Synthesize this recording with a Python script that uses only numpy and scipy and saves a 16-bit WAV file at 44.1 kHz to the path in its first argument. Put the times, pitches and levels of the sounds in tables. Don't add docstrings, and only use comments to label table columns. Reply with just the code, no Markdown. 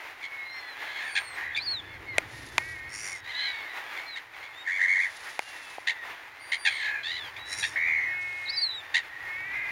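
import sys
import numpy as np
from scipy import signal
from scipy.fft import rfft, irfft, next_fast_len
from scipy.io import wavfile
from scipy.ndimage import uniform_filter1d, map_coordinates

SR = 44100
rng = np.random.default_rng(int(sys.argv[2]) if len(sys.argv) > 2 else 0)


def dump(signal):
    limited = np.clip(np.atleast_2d(signal).T, -1, 1)
    pcm = np.round(limited * 32767).astype(np.int16)
    wavfile.write(sys.argv[1], SR, pcm)


N = 428211

# (time [s], length [s], attack [s], level [dB], 2nd harmonic at start [Hz], middle [Hz],
# end [Hz], rattle [Hz], pitch swing [ratio], roughness [0-1], brightness [dB])
CRIES = [(0.783, 0.28, 0.2, -40.5, 1913, 2060, 1895, 69.8, 0.13, 0.34, 4),
         (0.99, 0.15, 0.019, -35.5, 1796, 1718, 1674, 72.3, 0.095, 0.23, -7),
         (1.367, 0.2, 0.0088, -35, 1700, 1802, 1710, 74.3, 0.26, 0.16, -38),
         (3.242, 0.38, 0.056, -40.5, 1883, 1996, 1721, 69.6, 0.034, 0.24, 4.5),
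         (3.344, 0.18, 0.046, -37.5, 1920, 2050, 1920, 66.8, .025, 0.14, 15.5),
         (6.689, 0.23, .02, -34.5, 2164, 1990, 1966, 66.2, 0.17, 0.29, 4),
         (6.799, .22, 0.03, -30.5, 1790, 1662, 1620, 66.2, 0.065, 0.18, -29),
         (7.03, 0.17, 0.032, -35, 1640, 1906, 1985, 81, 0.03, 0.25, 8),
         (7.181, 0.12, 0.011, -47, 1830, 1698, 1470, 80.3, 0.017, 0.09, 9.5),
         (9.087, 0.27, 0.058, -41.5, 1846, 1892, 1770, 97.7, 0.071, 0.14, -32)]
# (time [s], 2nd harmonic [Hz], relative level [dB])
LAUGH = [(4.65, 2084, -47), (4.682, 1780, -31.5), (4.712, 2037, -31), (4.768, 2247, -31.5),
         (4.792, 1780, -34), (4.83, 1998, -23.5), (4.86, 1905, -25.5), (4.869, 2053, -36),
         (4.884, 2106, -26), (4.938, 2124, -23.5), (4.951, 1845, -33), (4.971, 2042, -25.5),
         (4.981, 2086, -30.5), (4.995, 1928, -23.5), (5.025, 2280, -27), (5.05, 1985, -27),
         (5.105, 1840, -49)]
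# (frequency [Hz], gain [dB])
THROAT = [(250, -42), (900, -17), (1250, -28.5), (1600, 0), (2250, 6.5), (2900, -10.5), (3400, -2),
          (4400, -8.5), (5200, -23), (6700, -19), (9500, -28.5), (14000, -50)]
# (frequency [Hz], gain [dB])
OPEN_BILL = [(400, -20), (1700, 8), (2250, -2.5), (2700, -12), (3450, 0), (4050, -6.5), (4600, 0.5)]
# (time [s], pitch [Hz], level [dB], pitch swing [ratio])
TRILL = [(7.758, 2010, -28.5, 0.23), (7.89, 2180, -25, 0.2), (8.05, 2035, -28.5, 0.096),
         (8.12, 1840, -35.5, .1), (8.19, 1470, -54, 0.078)]
# (time [s], hold [s], pitch [Hz], level [dB])
BARKS = [(0.224, 0.036, 1090, -38), (1.15, 0.033, 824, -25), (1.56, 0.017, 1150, -29),
         (3.961, 0.035, 1050, -39), (4.157, 0.022, 957, -35.5), (4.331, 0.035, 1100, -49),
         (4.424, 0.038, 1080, -42.5), (5.869, 0.034, 924, -25), (6.516, 0.031, 1014, -25.5),
         (6.648, 0.032, 868, -21), (7.361, 0.013, 1140, -38.5), (7.624, 0.023, 871, -25.5),
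         (8.94, 0.038, 926, -22)]
# (throat resonance [Hz], rows of (time [s], pitch [Hz], level [dB]))
WAILS = [(2010, [(2.58, 302, -41), (2.65, 321, -39), (2.74, 321, -40), (2.77, 305, -44), (2.87, 308.3, -44),
         (2.93, 330, -47)]), (2130, [(7.92, 352.3, -40), (8.15, 364, -35), (8.47, 358.2, -38.5),
         (8.58, 371, -41.5), (8.67, 352, -51)]), (2080, [(9.24, 353, -53), (9.29, 357, -39),
         (9.5, 390, -35.5), (9.56, 415.4, -31.5), (9.71, 403.6, -34)])]
# (time [s], length [s], level [dB], pitch at start [Hz], middle [Hz], end [Hz], octave [dB])
WHISTLES = [(0.197, 0.52, -42.5, 2233, 2150, 1945, -37), (0.409, 0.34, -49, 3880, 4210, 4090, -24),
            (0.51, 0.1, -59, 5570, 5560, 5560, -30), (1.03, 0.36, -53.5, 4640, 4420, 4100, 1.5),
            (1.561, 0.032, -29.5, 2280, 2390, 2580, -12), (2.062, 0.12, -42.5, 2200, 2125, 1930, -18),
            (3.101, 0.08, -41, 2260, 2190, 2010, -24), (4.062, 0.1, -43.5, 4270, 4100, 3900, -29),
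            (4.53, 0.11, -48.5, 3380, 3670, 3900, -19), (5.301, 0.52, -55, 2935, 2720, 2560, -30),
            (5.891, 0.16, -42.5, 2180, 1970, 1880, -26), (6.397, 0.44, -52.5, 4620, 4640, 4200, 0),
            (7.384, 0.32, -42, 3840, 3954, 3770, -28), (8.521, .295, -38, 4000, 4066, 3650, -21)]
# (time [s], pitch [Hz], relative level [dB])
SQUEALS = [
    [(1.548, 3520, -32), (1.585, 3640, -44), (1.62, 4340, -33.5), (1.651, 4870, -44), (1.681, 4300, -31.5),
     (1.718, 4380, -33.5), (1.806, 3370, -40)],
    [(8.457, 4200, -41), (8.476, 3790, -42), (8.502, 4390, -29), (8.515, 4950, -43), (8.554, 5150, -41),
     (8.58, 4590, -32), (8.608, 4810, -38), (8.634, 4390, -27), (8.748, 3520, -46.5)],
]
# (time [s], length [s], level [dB], throat tuning [ratio])
RASPS = [(2.89, 0.32, -37, 1.02), (7.455, 0.31, -37, 1.01)]
HISSES = [(2.24, 0.68, -53, 1.04), (4.93, 1, -52, 0.99), (8.14, 0.48, -56, .84)]
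# (frequency [Hz], gain [dB])
RASP_SPECTRUM = [(1000, -20), (2100, 4), (3100, -16.5), (3800, -21), (4700, -6.5), (5200, -10), (5700, 5),
                 (6300, -16), (6700, -3), (7800, -12), (9300, -5), (10700, -13.5), (12500, -33)]
HISS_SPECTRUM = [(1500, -11), (4000, 4), (6700, -2), (9600, -6), (10400, 1), (11300, -8), (13500, -26)]
# (time [s], level [dB], body note [Hz], hard modes and crack re body [dB])
KNOCKS = [(2.1825, -11, 625, 8.5), (2.581, -11, 1090, 7.5), (2.584, -17.5, 910, 3.5),
          (5.3924, -15, 840, 2.5), (5.783, -21.5, 780, -19)]
# (frequency [Hz], gain [dB], T60 [s])
PEBBLE_MODES = [(1450, -13, 0.01), (2130, -6.5, 0.018), (2456, -6, 0.013), (3660, -1, 0.0012),
                (8100, -10.5, 0.0027)]
# (time [s], length [s], relative level [dB])
FLOCK_BOUTS = [(0.3, 1.33, -56), (3.33, 0.87, -44), (6.603, 1.43, -50)]
# (time [s], relative level [dB])
WASH = [(0.0, -49.5), (0.57, -50.5), (0.97, -45.5), (1.73, -52), (3.16, -54), (3.92, -45.5), (4.19, -52),
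        (6.71, -49.5), (8.9, -51.5), (9.71, -47.5)]
# (peak time [s], Gaussian sigma [s], level [dB])
GUSTS = [(2.3, 0.58, -50), (7.8, 0.6, -57), (9.7, 0.42, -56)]
# (frequency [Hz], gain [dB])
SEA_SPECTRUM = [(195, -24.5), (290, -10), (550, -7), (850, 1), (1300, -1.5), (2000, 5), (3000, -7),
                (6000, -20.5), (11000, -26.5)]
WIND_SPECTRUM = [(25, -17.5), (70, -2.5), (120, -1.5), (190, -20), (310, -9), (600, -17.5), (1500, -61)]


def cries(depth=0.68, release_share=0.27, fade_db=8.5):
    out = np.zeros(N)
    for start_s, length_s, attack_s, db, *contour_hz, rattle_hz, swing, rough, bright_db in CRIES:
        effort = amp(envelope_db(length_s, attack_s, release_share * length_s, fade_db))
        pitch_hz = glide(len(effort), *contour_hz) / 2
        cry = voice(pitch_hz, rattle_hz, depth, swing * np.sqrt(effort), rough, bright_db)
        add(out, start_s, cry * effort * amp(db))
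    return out


def voice(pitch_hz, rattle_hz, depth, swing, rough, bright_db, harmonics=10, uneven=0.042):
    n = len(pitch_hz)
    cycle, pulse = rattle(n, rattle_hz, depth, uneven)
    arch = np.sin(np.pi * cycle ** 1.9)
    jitter = .11 * (wander(n, 900) + wander(n, 110))
    phase = phase_rad(pitch_hz * (1 + swing * (arch - arch.mean()) + rough * jitter))
    odd_gain = np.minimum(3 * rough, 1)
    air = 2.6 * rough * rng.standard_normal(n)
    tone = sum(odd_gain ** (k % 2) * np.sin(k * phase) for k in range(1, harmonics + 1))
    cry = unit(colour((tone + air) * pulse, THROAT))
    return colour(cry, [(2500, 0), (3100, bright_db), (4600, bright_db), (5800, min(bright_db, 0) / 2)])


def rattle(n, rate_hz, depth, uneven=0.095):
    cycle = np.cumsum(rate_hz * (1 + uneven * wander(n, 56.6))) / SR % 1
    pulse = 1 - depth + depth * np.sin(np.pi * cycle)
    return cycle, pulse * amp(1.03 * wander(n, 78.9))


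def laugh(gain_db=2, rattle_hz=91.7, crack_db=-24, rough_per_db=0.1):
    out = np.zeros(N)
    start_s, second_hz, db = curves(LAUGH)
    rough = np.clip(rough_per_db * (crack_db - db), .15, .33)
    cry = voice(second_hz / 2, rattle_hz, depth=1, swing=.16, rough=rough, bright_db=-10, uneven=.012)
    add(out, start_s, colour(cry, OPEN_BILL) * amp(db + gain_db))
    return out


def trill(rattle_hz=80, depth=0.66, skew=0.51, jitter=0.0143, overtones_db=-36):
    out = np.zeros(N)
    start_s, pitch_hz, db, swing = curves(TRILL)
    cycle, _ = rattle(len(db), rattle_hz, depth, uneven=0.018)
    stroke = -swing / 2 * np.cos(2 * np.pi * (cycle - .1))
    phase = phase_rad(pitch_hz * (1 + stroke + jitter * wander(len(db), 700)))
    tone = np.sin(phase) + amp(overtones_db) * (np.sin(2 * phase) + np.sin(3 * phase))
    pulse = 1 - depth + depth * np.sin(np.pi * cycle ** skew) ** 2
    add(out, start_s, unit(tone * pulse) * amp(db))
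    return out


def barks(fall_per_s=1.2, release_s=.012, tail_s=0.0426):
    out = np.zeros(N)
    for start_s, hold_s, middle_hz, db in BARKS:
        t = np.arange(int((hold_s + tail_s) * SR)) / SR
        pitch_hz = middle_hz * np.exp(-fall_per_s * (t - hold_s / 2))
        bark = voice(pitch_hz, rattle_hz=88, depth=.85, swing=.12, rough=.36, bright_db=0.5)
        decay = np.exp(-np.maximum(t - hold_s, 0) / release_s)
        add(out, start_s, bark * amp(db) * decay, fade_s=0.0071)
    return out


def wails(jitter=0.0053, hoarse_jitter=0.031, break_hz=389, width_hz=410):
    out = np.zeros(N)
    for throat_hz, rows in WAILS:
        start_s, smooth_hz, db = curves(rows)
        shake = jitter + hoarse_jitter / (1 + np.exp((break_hz - smooth_hz) / 10))
        pitch_hz = smooth_hz * (1 + shake * wander(len(db), 380))
        phase = phase_rad(pitch_hz)
        tone = np.zeros(len(db))
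        for k in range(2, 9):
            detune = (k * pitch_hz - throat_hz) / width_hz
            tone += np.sin(k * phase + k * k) / (1 + detune ** 2) ** 2
        add(out, start_s, unit(tone) * amp(db))
    return out


def whistles(droop=.055, droop_s=0.0302, waver=0.0044, waver_db=2, waver_hz=35):
    out = np.zeros(N)
    for start_s, length_s, level_db, *contour_hz, octave_db in WHISTLES:
        db = level_db + envelope_db(length_s, 0.29 * length_s, 0.14 * length_s, fade_db=9)
        n = len(db)
        sag = droop * np.exp((np.arange(n) / SR - length_s) / droop_s)
        pitch_hz = glide(n, *contour_hz) * (1 + waver * wander(n, waver_hz) - sag)
        db += waver_db * wander(n, waver_hz)
        add(out, start_s, young_voice(pitch_hz, db, octave_db))
    return out


def squeals(gain_db=1.5, octave_db=-30, break_s=.045, width_s=.06):
    out = np.zeros(N)
    for rows in SQUEALS:
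        start_s, pitch_hz, db = curves(rows)
        t = np.arange(len(db)) / SR
        rough = .035 * np.exp(-((t - break_s) / width_s) ** 2)
        add(out, start_s, young_voice(pitch_hz, db + gain_db, octave_db, rough))
    return out


def young_voice(pitch_hz, db, octave_db, rough=0, jitter=0.0028, flutter_db=2):
    n = len(db)
    quaver = 1 + jitter * wander(n, 350.5) + rough * wander(n, 1800)
    phase = phase_rad(uniform_filter1d(pitch_hz, size=200) * quaver)
    tone = np.sqrt(2) * (np.sin(phase) + amp(octave_db) * np.sin(2 * phase))
    return tone * amp(db + flutter_db * wander(n, 87.2))


def hisses(rows, spectrum, attack_s, release_s, rattle_hz, depth, arch=.07):
    out = np.zeros(N)
    for start_s, length_s, level_db, tuning in rows:
        db = level_db + envelope_db(length_s, attack_s, release_s, fade_db=19)
        n = len(db)
        _, pulse = rattle(n, rattle_hz, depth)
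        air = colour(rng.standard_normal(2 * n), spectrum)
        speed = tuning * glide(n, 1 - arch, 0.99, 1 - arch)
        air = map_coordinates(air, [np.cumsum(speed)])
        add(out, start_s, unit(air * pulse ** 2) * amp(db))
    return out


def pebbles(body_t60_s=0.012, crack_db=-14, crack_s=0.0011):
    out = np.zeros(N)
    t = np.arange(int(.04 * SR)) / SR

    def ring(hz, t60_s):
        return np.sin(2 * np.pi * hz * t) * np.exp(-np.log(1000) * t / t60_s)

    hard = sum((-1) ** k * amp(db) * ring(hz, t60_s) for k, (hz, db, t60_s) in enumerate(PEBBLE_MODES))
    for start_s, db, body_hz, hard_db in KNOCKS:
        crack = amp(crack_db) * rng.standard_normal(len(t)) * np.exp(-t / crack_s)
        knock = ring(body_hz, body_t60_s) + amp(hard_db) * (hard + crack)
        add(out, start_s, amp(db) * knock, fade_s=0)
    return signal.sosfilt(signal.butter(3, [330, 10500], "band", fs=SR, output="sos"), out)


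def far_flock(calls=75, base_hz=950, spread=.15, distance_db=11):
    out = np.zeros(N)
    for k, (offset, length, height, rate, distance) in enumerate(rng.random((calls, 5))):
        length_s = .1 + .4 * length
        arch = np.sin(np.linspace(0, np.pi, int(length_s * SR)))
        pitch_hz = base_hz * (1 + spread * (2 * height - 1)) * (.86 + .18 * arch)
        rattle_hz = 65 + 40 * rate
        cry = voice(pitch_hz, rattle_hz, depth=0.74, swing=0.028, rough=0.12, bright_db=-2, harmonics=5)
        start_s = (k + offset) / calls * N / SR
        add(out, start_s, arch * cry * amp(-distance_db * distance))
    return unit(out)


def excitement(calm_db=-51.5):
    gain = np.full(N, amp(calm_db))
    for start_s, length_s, db in FLOCK_BOUTS:
        swell_db = envelope_db(length_s, attack_s=0.25, release_s=0.04, fade_db=-3)
        add(gain, start_s, amp(db + swell_db), fade_s=0.09)
    return gain


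def ripples(flicker_db=2.15, bubble_db=-9, bubbles_per_s=250):
    bubbles = (rng.random(N) < bubbles_per_s / SR) * rng.standard_normal(N)
    rush = rng.standard_normal(N) * amp(flicker_db * wander(N, 18))
    return unit(colour(rush + amp(bubble_db) * unit(bubbles), SEA_SPECTRUM))


def wind(breeze_db=-69.5):
    t = np.arange(N) / SR
    power = amp(breeze_db) ** 2
    for peak_s, sigma_s, db in GUSTS:
        power += (amp(db) * np.exp(-.5 * ((t - peak_s) / sigma_s) ** 2)) ** 2
    return unit(colour(rng.standard_normal(N), WIND_SPECTRUM)) * np.sqrt(power)


def beach_scatter(x, scatter_db=-17, t60_s=0.096, delay_s=.002):
    t = np.arange(int(.3 * SR)) / SR
    noise = colour(rng.standard_normal(len(t)), [(3000, 16), (10000, -29)])
    tail = noise * np.exp(-np.log(1000) * t / t60_s) * (t > delay_s)
    return x + amp(scatter_db) * signal.fftconvolve(x, tail / np.linalg.norm(tail))[:N]


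def amp(db):
    return 10 ** (np.asarray(db) / 20)


def unit(x):
    return x / np.sqrt(np.mean(x ** 2) + 1e-18)


def phase_rad(hz):
    return 2 * np.pi * np.cumsum(hz) / SR


def colour(x, spectrum):
    hz, db = np.transpose(spectrum)
    size = next_fast_len(len(x) + 512)
    bins_hz = np.maximum(np.fft.rfftfreq(size, 1 / SR), 1)
    gain = amp(np.interp(np.log(bins_hz), np.log(hz), db))
    return irfft(rfft(x, size) * gain, size)[:len(x)]


def wander(n, rate_hz):
    position = np.arange(n) * rate_hz / SR
    knots = int(position[-1]) + 2
    return 1.2 * np.interp(position, np.arange(knots), rng.standard_normal(knots))


def envelope_db(length_s, attack_s, release_s, fade_db):
    t = np.arange(int(length_s * SR)) / SR
    return -fade_db * (np.maximum(1 - t / attack_s, 0) + np.maximum(1 - (length_s - t) / release_s, 0))


def glide(n, first, middle, last):
    u = np.linspace(0, 1, n)
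    return first + (last - first) * u + (2 * middle - first - last) * 2 * u * (1 - u)


def curves(rows):
    times_s, *columns = np.transpose(rows)
    t = np.arange(times_s[0], max(times_s[-1], times_s[0] + .02), 1 / SR)
    return [times_s[0]] + [np.interp(t, times_s, column) for column in columns]


def add(out, start_s, x, fade_s=0.0012):
    i, k = max(int(start_s * SR), 0), np.arange(len(x))
    x = x * np.clip(np.minimum(k + 1, len(x) - k) / (fade_s * SR + 1), 0, 1)
    out[i:i + len(x)] += x[:max(N - i, 0)]


def scene(wash_gain_db=6, flock_gain_db=-2):
    t = np.arange(N) / SR
    rasps = hisses(RASPS, RASP_SPECTRUM, attack_s=0.064, release_s=.12, rattle_hz=104.1, depth=0.6)
    thin = hisses(HISSES, HISS_SPECTRUM, attack_s=0.074, release_s=0.2, rattle_hz=92, depth=0.11)
    gulls = cries() + laugh() + trill() + barks() + wails() + whistles() + squeals() + rasps + thin
    flock = far_flock() * excitement() * amp(flock_gain_db)
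    water = ripples() * amp(np.interp(t, *np.transpose(WASH)) + wash_gain_db)
    return (beach_scatter(gulls + flock) + pebbles() + water + wind())[None]


def record(dry, notch_hz=7930, notch_q=9, cutoff_hz=15750):
    notched = signal.lfilter(*signal.iirnotch(notch_hz, notch_q, fs=SR), dry)
    return signal.sosfilt(signal.ellip(8, .2, 70, cutoff_hz, fs=SR, output="sos"), notched)


dry = scene()
out = record(dry)
dump(out)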